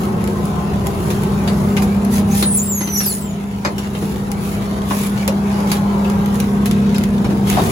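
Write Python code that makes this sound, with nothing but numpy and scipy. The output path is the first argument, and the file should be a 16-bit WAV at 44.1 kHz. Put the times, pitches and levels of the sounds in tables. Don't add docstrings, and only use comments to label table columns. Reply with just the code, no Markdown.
import sys
import numpy as np
from scipy import signal
from scipy.fft import rfft, irfft, next_fast_len
from scipy.io import wavfile
from scipy.ndimage import uniform_filter1d, map_coordinates

SR = 44100
rng = np.random.default_rng(int(sys.argv[2]) if len(sys.argv) > 2 else 0)


def bounce(signal):
    frames = np.transpose(np.atleast_2d(signal))
    limited = np.clip(frames, -1, 1)
    pcm = np.round(limited * 32767).astype(np.int16)
    wavfile.write(sys.argv[1], SR, pcm)


N = 340011

# (time [s], pump tone [Hz])
SHAFT_SPEED = [(0, 201.2), (1.22, 199.6), (1.63, 200.4), (7.21, 201.3), (7.6, 198.1), (7.71, 191.4)]
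# (time [s], pump level [dB], fan level [dB])
HUM_LEVELS = [(0, -21, -32), (.7, -23, -29), (.95, -26, -39), (1.3, -20, -30), (1.8, -15, -25.5),
              (2.36, -15, -24.5), (2.7, -22, -33), (3.55, -25.5, -45), (4.05, -22, -35), (4.6, -22, -39),
              (5, -19, -32), (6.05, -16, -42), (6.4, -17.5, -24), (6.9, -15.5, -23), (7.35, -18.5, -21.5),
              (7.52, -15, -32), (7.71, -36, -18.5)]
# (time [s], exhaust rumble level [dB], roar of machine and street level [dB])
DRONE_LEVELS = [(0, -24, -28), (1, -22, -27), (1.6, -21.5, -25.5), (2.35, -22.5, -29.5), (2.7, -28.5, -33),
                (3.55, -28.5, -35), (3.85, -29, -32.5), (4.1, -24.3, -33), (5.2, -25.5, -29.5),
                (5.95, -24, -25), (6.6, -22.5, -29.5), (7.35, -21, -29.5), (7.71, -20, -23)]
# (time [s], crunch level [dB], steel body level [dB], fizz level [dB])
HOPPER_BLOWS = [(1.1026, -17, -36, -23), (1.4755, -12, -27.5, -29.5), (1.7669, -10.5, -35, -26),
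                (1.821, -18, -22, -21.5), (2.4243, -11.5, -20, -26), (2.8074, -16, -25, -30),
                (2.8727, -17, -29, -33), (3.004, -14, -28.5, -26), (3.6484, -11, -15, -44),
                (3.7809, -16.5, -28, -26.5), (3.95, -22, -32, -42), (4.9067, -19, -20, -38),
                (5.277, -15.5, -24, -40), (5.7162, -12.5, -21, -18.5), (6.6566, -15.5, -39, -22),
                (6.944, -15.5, -46, -30), (7.2436, -18, -25, -36), (7.4995, -18, -35, -28),
                (7.594, -20, -24, -32)]
# (time [s], crack level [dB], bright tick level [dB])
CREASE_SNAPS = [(.241, -22, -31.5), (.275, -16, -32), (0.454, -32, -29), (.8612, -24, -38),
                (0.8687, -16, -22.5), (1.235, -16.5, -29), (1.7669, -15, -40), (2.049, -27, -30),
                (4.3164, -17.5, -25.5), (5.0698, -17, -31), (5.2778, -6.5, -18), (6.099, -17, -29.5),
                (6.2593, -16.5, -31), (6.344, -28, -32), (6.356, -24, -30), (6.4014, -12.5, -23),
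                (6.6579, -14, -22.5), (6.7115, -10, -26), (6.982, -13, -26), (7.037, -14.5, -26),
                (7.4995, -8, -18.5), (7.5264, -16, -29)]
# (time [s], level [dB], resonance [Hz])
STRUCK_CONTENTS = [(.855, -25, 980), (1.076, -23, 160), (1.767, -26, 2960), (2.166, -14, 99),
                   (2.425, -17.5, 4100), (3.652, -23, 1050), (3.652, -23, 1700), (4.02, -19.5, 340),
                   (4.909, -18, 1060), (5.277, -18, 544), (6.044, -29, 2700), (6.959, -29, 4900),
                   (7.262, -31, 103), (7.3, -15.5, 285), (7.52, -11.5, 92), (7.568, -11.5, 710),
                   (7.583, -17.5, 1070)]
# (multiple of the firing rate [1], level [dB])
FIRING_PARTIALS = [(1, -7), (4 / 3, -23), (2, -13), (2.5, -6.5), (4, -19)]
# (multiple of the pump tone [1], level [dB])
PUMP_PARTIALS = [(1, -0.5), (2, -19), (3, -40.5), (4, -35)]
# (multiple of the fan tone [1], level [dB])
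FAN_PARTIALS = [(1, 3), (2, -10), (3, -18.5)]
# (frequency [Hz], density [dB per Hz])
RUMBLE_SPECTRUM = [(20, -47), (32, -17), (50, -8.5), (62, -4), (90, 0), (125, -1), (165, 3.5), (215, -3.5),
                   (255, -8.5), (320, -13.5), (380, -7.5), (480, -16.5), (700, -40), (1500, -55)]
# (frequency [Hz], density [dB per Hz])
ROAR_SPECTRUM = [(150, -15), (300, 1), (400, 7), (520, 0.5), (780, 1), (1000, 1), (1300, -4), (1700, -13.5),
                 (3000, -25.5), (6000, -32), (16000, -48)]
# (frequency [Hz], density [dB per Hz])
CRUMPLE_SPECTRUM = [(500, -39), (1300, 1), (2100, 3.5), (3800, -1), (5200, -6.5), (7500, -8), (11000, -17),
                    (16000, -27)]
# (frequency [Hz], density [dB per Hz])
SLIDE_SPECTRUM = [(2000, -25), (4500, -2), (6500, 0), (8500, 3), (10200, 4), (12500, 0.5), (15500, -1),
                  (16500, -19)]
# (centre [Hz], width [Hz], level [dB])
HOPPER_MODES = [(307, 47, 3.5), (600, 99, -2), (780, 151, -0.5), (1060, 260, -1.5), (1306, 160, -1.5),
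                (1680, 340, -12)]
# (frequency [Hz], t60 [s])
HOLLOW_DECAY = [(200, 0.61), (1500, 0.093), (6000, 0.12), (15000, 0.073)]
# (frequency [Hz], left-right likeness [1])
SIDE_LIKENESS = [(60, 1), (200, 0.87), (350, 0.89), (640, 0.42), (1300, -0.22), (3000, 0.038),
                 (5500, -0.0022), (8300, 1), (15000, 0.7)]
# (frequency [Hz], lead of the left [rad])
PORT_PHASE = [(20, 0), (6200, 0), (8600, -3.14), (11000, -6.28), (13450, -9.42), (15900, -12.57)]
# (middle [s], half length [s], crumple level [dB], hiss level [dB])
BAG_STROKES = [(0.015, 0.044, -46, -37.5), (0.327, 0.066, -52, -45), (.475, 0.033, -54, -40),
               (1.08, 0.17, -39.5, -38), (1.653, 0.26, -44, -41.5), (2.159, 0.034, -32, -28),
               (2.386, 0.055, -30, -26), (2.57, 0.081, -46, -33), (2.893, 0.093, -41, -38),
               (3.077, 0.082, -38, -25.5), (3.85, 0.022, -35.5, -47), (4.07, 0.11, -40, -39),
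               (4.49, 0.069, -36.5, -35), (4.72, 0.15, -40.5, -48), (4.99, 0.08, -31, -30),
               (5.2, 0.044, -32.5, -41), (5.55, 0.081, -35, -44), (5.73, 0.051, -32.5, -36),
               (6.071, 0.044, -49, -48), (6.41, 0.092, -37, -41), (6.902, 0.19, -39, -62),
               (7.522, 0.041, -27, -30), (7.683, 0.09, -32.5, -31)]
# (time [s], pitch [Hz], level [dB])
MAIN_SQUEAL = [(2.566, 7780, -21), (2.594, 6850, -20.5), (2.648, 7710, -29), (2.72, 7250, -23.5),
               (2.77, 6570, -24.5), (2.879, 6080, -34), (2.99, 5730, -17.5), (3.03, 5550, -32),
               (3.13, 4050, -35)]
# (time [s], length [s], first pitch [Hz], last pitch [Hz], level [dB])
CONTACT_CHIRPS = [(2.308, 0.074, 5900, 7280, -31.5), (2.363, 0.1, 9000, 8800, -16),
                  (2.456, 0.061, 8700, 8840, -17), (2.503, 0.063, 8700, 10200, -19),
                  (2.509, 0.047, 8600, 7850, -20.5), (2.545, 0.053, 9540, 8560, -13),
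                  (2.557, 0.032, 11900, 12300, -24), (2.627, 0.051, 10750, 9200, -25),
                  (2.68, .06, 12300, 11900, -35.5), (2.747, 0.15, 11700, 11130, -27),
                  (2.92, .04, 12550, 9900, -29), (2.969, 0.045, 7770, 5750, -23),
                  (3.029, 0.13, 10900, 6670, -22.5), (3.057, 0.3, 13050, 6590, -19)]

TOP_HZ = 16100
FLOOR_MID_DB, FLOOR_TOP_DB, FLOOR_FOLLOWS = -40, -45, 0.42
CRUNCH_T60_S, BODY_T60_S, FIZZ_T60_S = 0.12, 0.14, 0.13
SNAP_T60_S, TICK_T60_S = 0.025, 0.01
RING_T60_S, RING_FALL = 0.17, 0.19
CHIRP_SETTLE, CHIRP_FADE_DB_PER_S = 2.5, 99
SQUEAL_DRIFT, DRIFT_PER_S = 0.00496, 60


def shaft_turns():
    pump_hz, = curves(SHAFT_SPEED)
    return np.cumsum(pump_hz) / SR


def pump_and_fan(pump_turns):
    pump_db, fan_db = curves(HUM_LEVELS)
    fan_turns = pump_turns * 1.1527
    pump = amp(pump_db - 0.05) * tone(pump_turns, PUMP_PARTIALS, waver_db=.5)
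    fan = amp(fan_db - 5) * tone(fan_turns, FAN_PARTIALS, waver_db=2.5)
    return np.sqrt(2) * (pump + fan)


def exhaust(pump_turns):
    rumble_db, _ = curves(DRONE_LEVELS)
    firings = pump_turns / 3
    beat = amp(rumble_db - 6.0) * tone(firings, FIRING_PARTIALS, waver_db=2.5)
    puffs = 1 + 0.21 * np.cos(2 * np.pi * firings)
    rumble = amp(rumble_db + 1.24) * coloured(noise() * puffs, RUMBLE_SPECTRUM)
    return np.sqrt(2) * beat + spread(rumble)


def rubbish():
    grain = unit(5 + 0.67 * crackle(rate=510, size_db=19, life=0.00086))
    crunch_rows = [(s, db) for s, db, _, _ in HOPPER_BLOWS]
    body_rows = [(s, db) for s, _, db, _ in HOPPER_BLOWS]
    fizz_rows = [(s, db) for s, _, _, db in HOPPER_BLOWS]
    snap_rows = [(s, db) for s, db, _ in CREASE_SNAPS]
    tick_rows = [(s, db) for s, _, db in CREASE_SNAPS]
    body = blows(body_rows, BODY_T60_S) * unit(resonant(noise(), HOPPER_MODES))
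    crunch_noise = coloured(patchy(depth_db=5) * grain, CRUMPLE_SPECTRUM)
    crunch = amp(-9.0) * blows(crunch_rows, CRUNCH_T60_S) * crunch_noise
    fizz = amp(-5.0) * blows(fizz_rows, FIZZ_T60_S) * coloured(noise() * grain, SLIDE_SPECTRUM)
    snap = amp(-8.5) * blows(snap_rows, SNAP_T60_S) * coloured(noise(), CRUMPLE_SPECTRUM)
    tick = amp(10) * blows(tick_rows, TICK_T60_S) * coloured(noise(), SLIDE_SPECTRUM)
    return spread(body + crunch + fizz + snap + tick)


def thuds():
    out, t = np.zeros((2, N + SR)), np.arange(SR // 2) / SR
    for s, db, hz in STRUCK_CONTENTS:
        t60 = RING_T60_S * (hz / 10 ** 3) ** -RING_FALL
        mode = (hz, 55 + hz * 0.075, 0)
        boom = unit(resonant(rng.standard_normal((2, len(t))), [mode]))
        onset = 1 - np.exp(-t * hz)
        out[:, round(s * SR):][:, :len(t)] += boom * amp(db - 60 * t / t60) * onset
    return spread(out[:, :N]) * amp([[.8], [-.8]])


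def squeal(jitter=0.0027, flutter_db=1.5, overtone_db=-6, rasp_db=-10, fade=0.005):
    out = np.zeros(N)
    shake, flutter, scrape, drift = wobble(900), wobble(130), wobble(1600), wobble(DRIFT_PER_S)
    for start, pitch, db in glides():
        i = round(start * SR) + np.arange(len(pitch))
        t = i / SR
        other = (i + rng.integers(N)) % N
        bent_pitch = pitch * (1 + jitter * shake[other] + SQUEAL_DRIFT * drift[other])
        phase = 2 * np.pi * np.cumsum(bent_pitch) / SR
        gate = np.clip(np.minimum(t - t[0], t[-1] - t) / fade, 0, 1)
        octave = amp(overtone_db) * (pitch < TOP_HZ / 2) * np.sin(2 * phase)
        slip = np.clip(np.abs(np.gradient(pitch)) * SR / 25000, .3, 2)
        rasp = amp(rasp_db) * slip * scrape[other] * np.cos(phase)
        level = amp(db + 1.0 + flutter_db * flutter[other])
        out[i] += gate * level * (np.sin(phase) + octave + rasp)
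    return out


def glides():
    s, hz, db = np.transpose(MAIN_SQUEAL)
    t = np.arange(s[0], s[-1], 1 / SR)
    out = [(s[0], np.interp(t, s, hz), np.interp(t, s, db))]
    for start, length, first_hz, last_hz, level_db in CONTACT_CHIRPS:
        t = np.arange(0, length, 1 / SR)
        settled = np.expm1(-CHIRP_SETTLE * t / length) / np.expm1(-CHIRP_SETTLE)
        pitch = first_hz + (last_hz - first_hz) * settled
        out.append((start, pitch, level_db - CHIRP_FADE_DB_PER_S * t))
    return out


def bags():
    _, roar_db = curves(DRONE_LEVELS)
    drift_db = FLOOR_FOLLOWS * (roar_db - roar_db.mean()) + 0.27 * wobble(10)
    crumple = swells([(s, half, db) for s, half, db, _ in BAG_STROKES], FLOOR_MID_DB + drift_db)
    slide = swells([(s, half, db) for s, half, _, db in BAG_STROKES], FLOOR_TOP_DB + drift_db)
    effort = np.clip((20 * np.log10(crumple) + 35.6) / 8, 0, 1)
    fine = unit(1 + .5 * crackle(rate=470, size_db=3.5, life=0.002))
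    grain = fine + 0.43 * effort * crackle(rate=88, size_db=8, life=0.0037)
    crumpling = crumple * coloured(patchy(depth_db=3.5) * grain, CRUMPLE_SPECTRUM)
    sliding = slide * coloured(patchy(depth_db=3.0) * grain, SLIDE_SPECTRUM)
    return spread(crumpling + sliding)


def hollow(x):
    hz, t, z = signal.stft(rng.standard_normal((2, SR // 2)), SR, nperseg=256)
    decay = amp(-60 * t / along(HOLLOW_DECAY, hz)[:, None])
    tail = signal.istft(z * decay, SR, nperseg=256)[1]
    tail = tail / np.linalg.norm(tail[0])
    return spread(signal.fftconvolve(x[None], tail, axes=1)[:, :N])


def roar():
    _, roar_db = curves(DRONE_LEVELS)
    level = amp(roar_db + 1.0 + 0.61 * wobble(12))
    sound = level * coloured(patchy(depth_db=3.0, size=2048), ROAR_SPECTRUM)
    return spread(sound) * amp([[1.3], [-1.3]])


def tone(turns, orders, waver_db):
    return sum(amp(db + waver_db * wobble(7)) * np.sin(2 * np.pi * (k * turns + rng.random()))
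               for k, db in orders)


def crackle(rate, size_db, life):
    draws = rng.random((2, N))
    sizes = (draws[0] < rate / SR) * amp(-size_db * np.log(draws[1] + 0.0057))
    energy = signal.lfilter([1], [1, -np.exp(-1 / (life * SR))], sizes ** 2)
    return unit(np.sqrt(energy))


def blows(rows, t60, attack=0.00038):
    env, t = np.zeros(N + SR), np.arange(SR // 2) / SR
    for s, db in rows:
        blow = amp(db - 60 * t / max(t60, .002)) * (1 - np.exp(-t / attack))
        env[round(s * SR):][:len(t)] += blow ** 2
    return np.sqrt(env[:N])


def swells(rows, floor_db):
    t = np.arange(N) / SR
    strokes = sum(amp(db) ** 2 * np.exp(-((t - s) / half) ** 2) for s, half, db in rows)
    return np.sqrt(amp(floor_db) ** 2 + strokes)


def patchy(depth_db, size=512):
    z = signal.stft(noise(), nperseg=size)[2]
    field = uniform_filter1d(rng.standard_normal(z.shape[1:]), size=2, axis=0)
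    field = uniform_filter1d(field, size=12, axis=1)
    return unit(signal.istft(z * amp(depth_db * unit(field)), nperseg=size)[1][:, :N])


def resonant(x, modes):
    def response(f):
        return sum((-1) ** k * amp(db) * 1j * f * w / (c * c - f * f + 1j * f * w)
                   for k, (c, w, db) in enumerate(modes))
    return filtered(x, response)


def spread(pair):
    def turn(hz):
        return np.arccos(np.clip(along(SIDE_LIKENESS, hz), -.99, .99)) / 2
    mid, side = filtered(pair, lambda hz: np.array([np.cos(turn(hz)), np.sin(turn(hz))]))
    return np.array([mid + side, mid - side])


def coloured(x, spectrum):
    return unit(filtered(x, lambda hz: amp(along(spectrum, hz))))


def filtered(x, response):
    n = x.shape[-1]
    m = next_fast_len(n + 8192)
    return irfft(rfft(x, m) * response(np.fft.rfftfreq(m, 1 / SR)), m)[..., :n]


def noise():
    return rng.standard_normal((2, N))


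def wobble(rate):
    return map_coordinates(rng.standard_normal(int(N * rate / SR) + 4), [np.arange(N) * rate / SR])


def curves(rows):
    s, *cols = np.transpose(rows)
    return [np.interp(np.arange(N) / SR, s, c) for c in cols]


def along(points, hz):
    f, v = np.transpose(points)
    return np.interp(np.log(hz + 1), np.log(f + 1), v)


def unit(x):
    return x / np.sqrt(np.mean(x ** 2) + 1e-20)


def amp(db):
    return 10 ** (np.asarray(db) / 20)


def scene():
    pump_turns = shaft_turns()
    truck = pump_and_fan(pump_turns) + exhaust(pump_turns)
    hits, squeak = rubbish(), squeal()
    echo = hollow(amp(-4.0) * hits[0] + amp(-2) * squeak)
    return truck + hits + thuds() + squeak + bags() + echo + roar()


def record(dry):
    def response(hz):
        lead = np.interp(hz, *np.transpose(PORT_PHASE)) / 2
        return np.exp(1j * np.array([lead, -lead])) * (hz < TOP_HZ)
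    return filtered(dry, response)


dry = scene()
out = record(dry)
bounce(out)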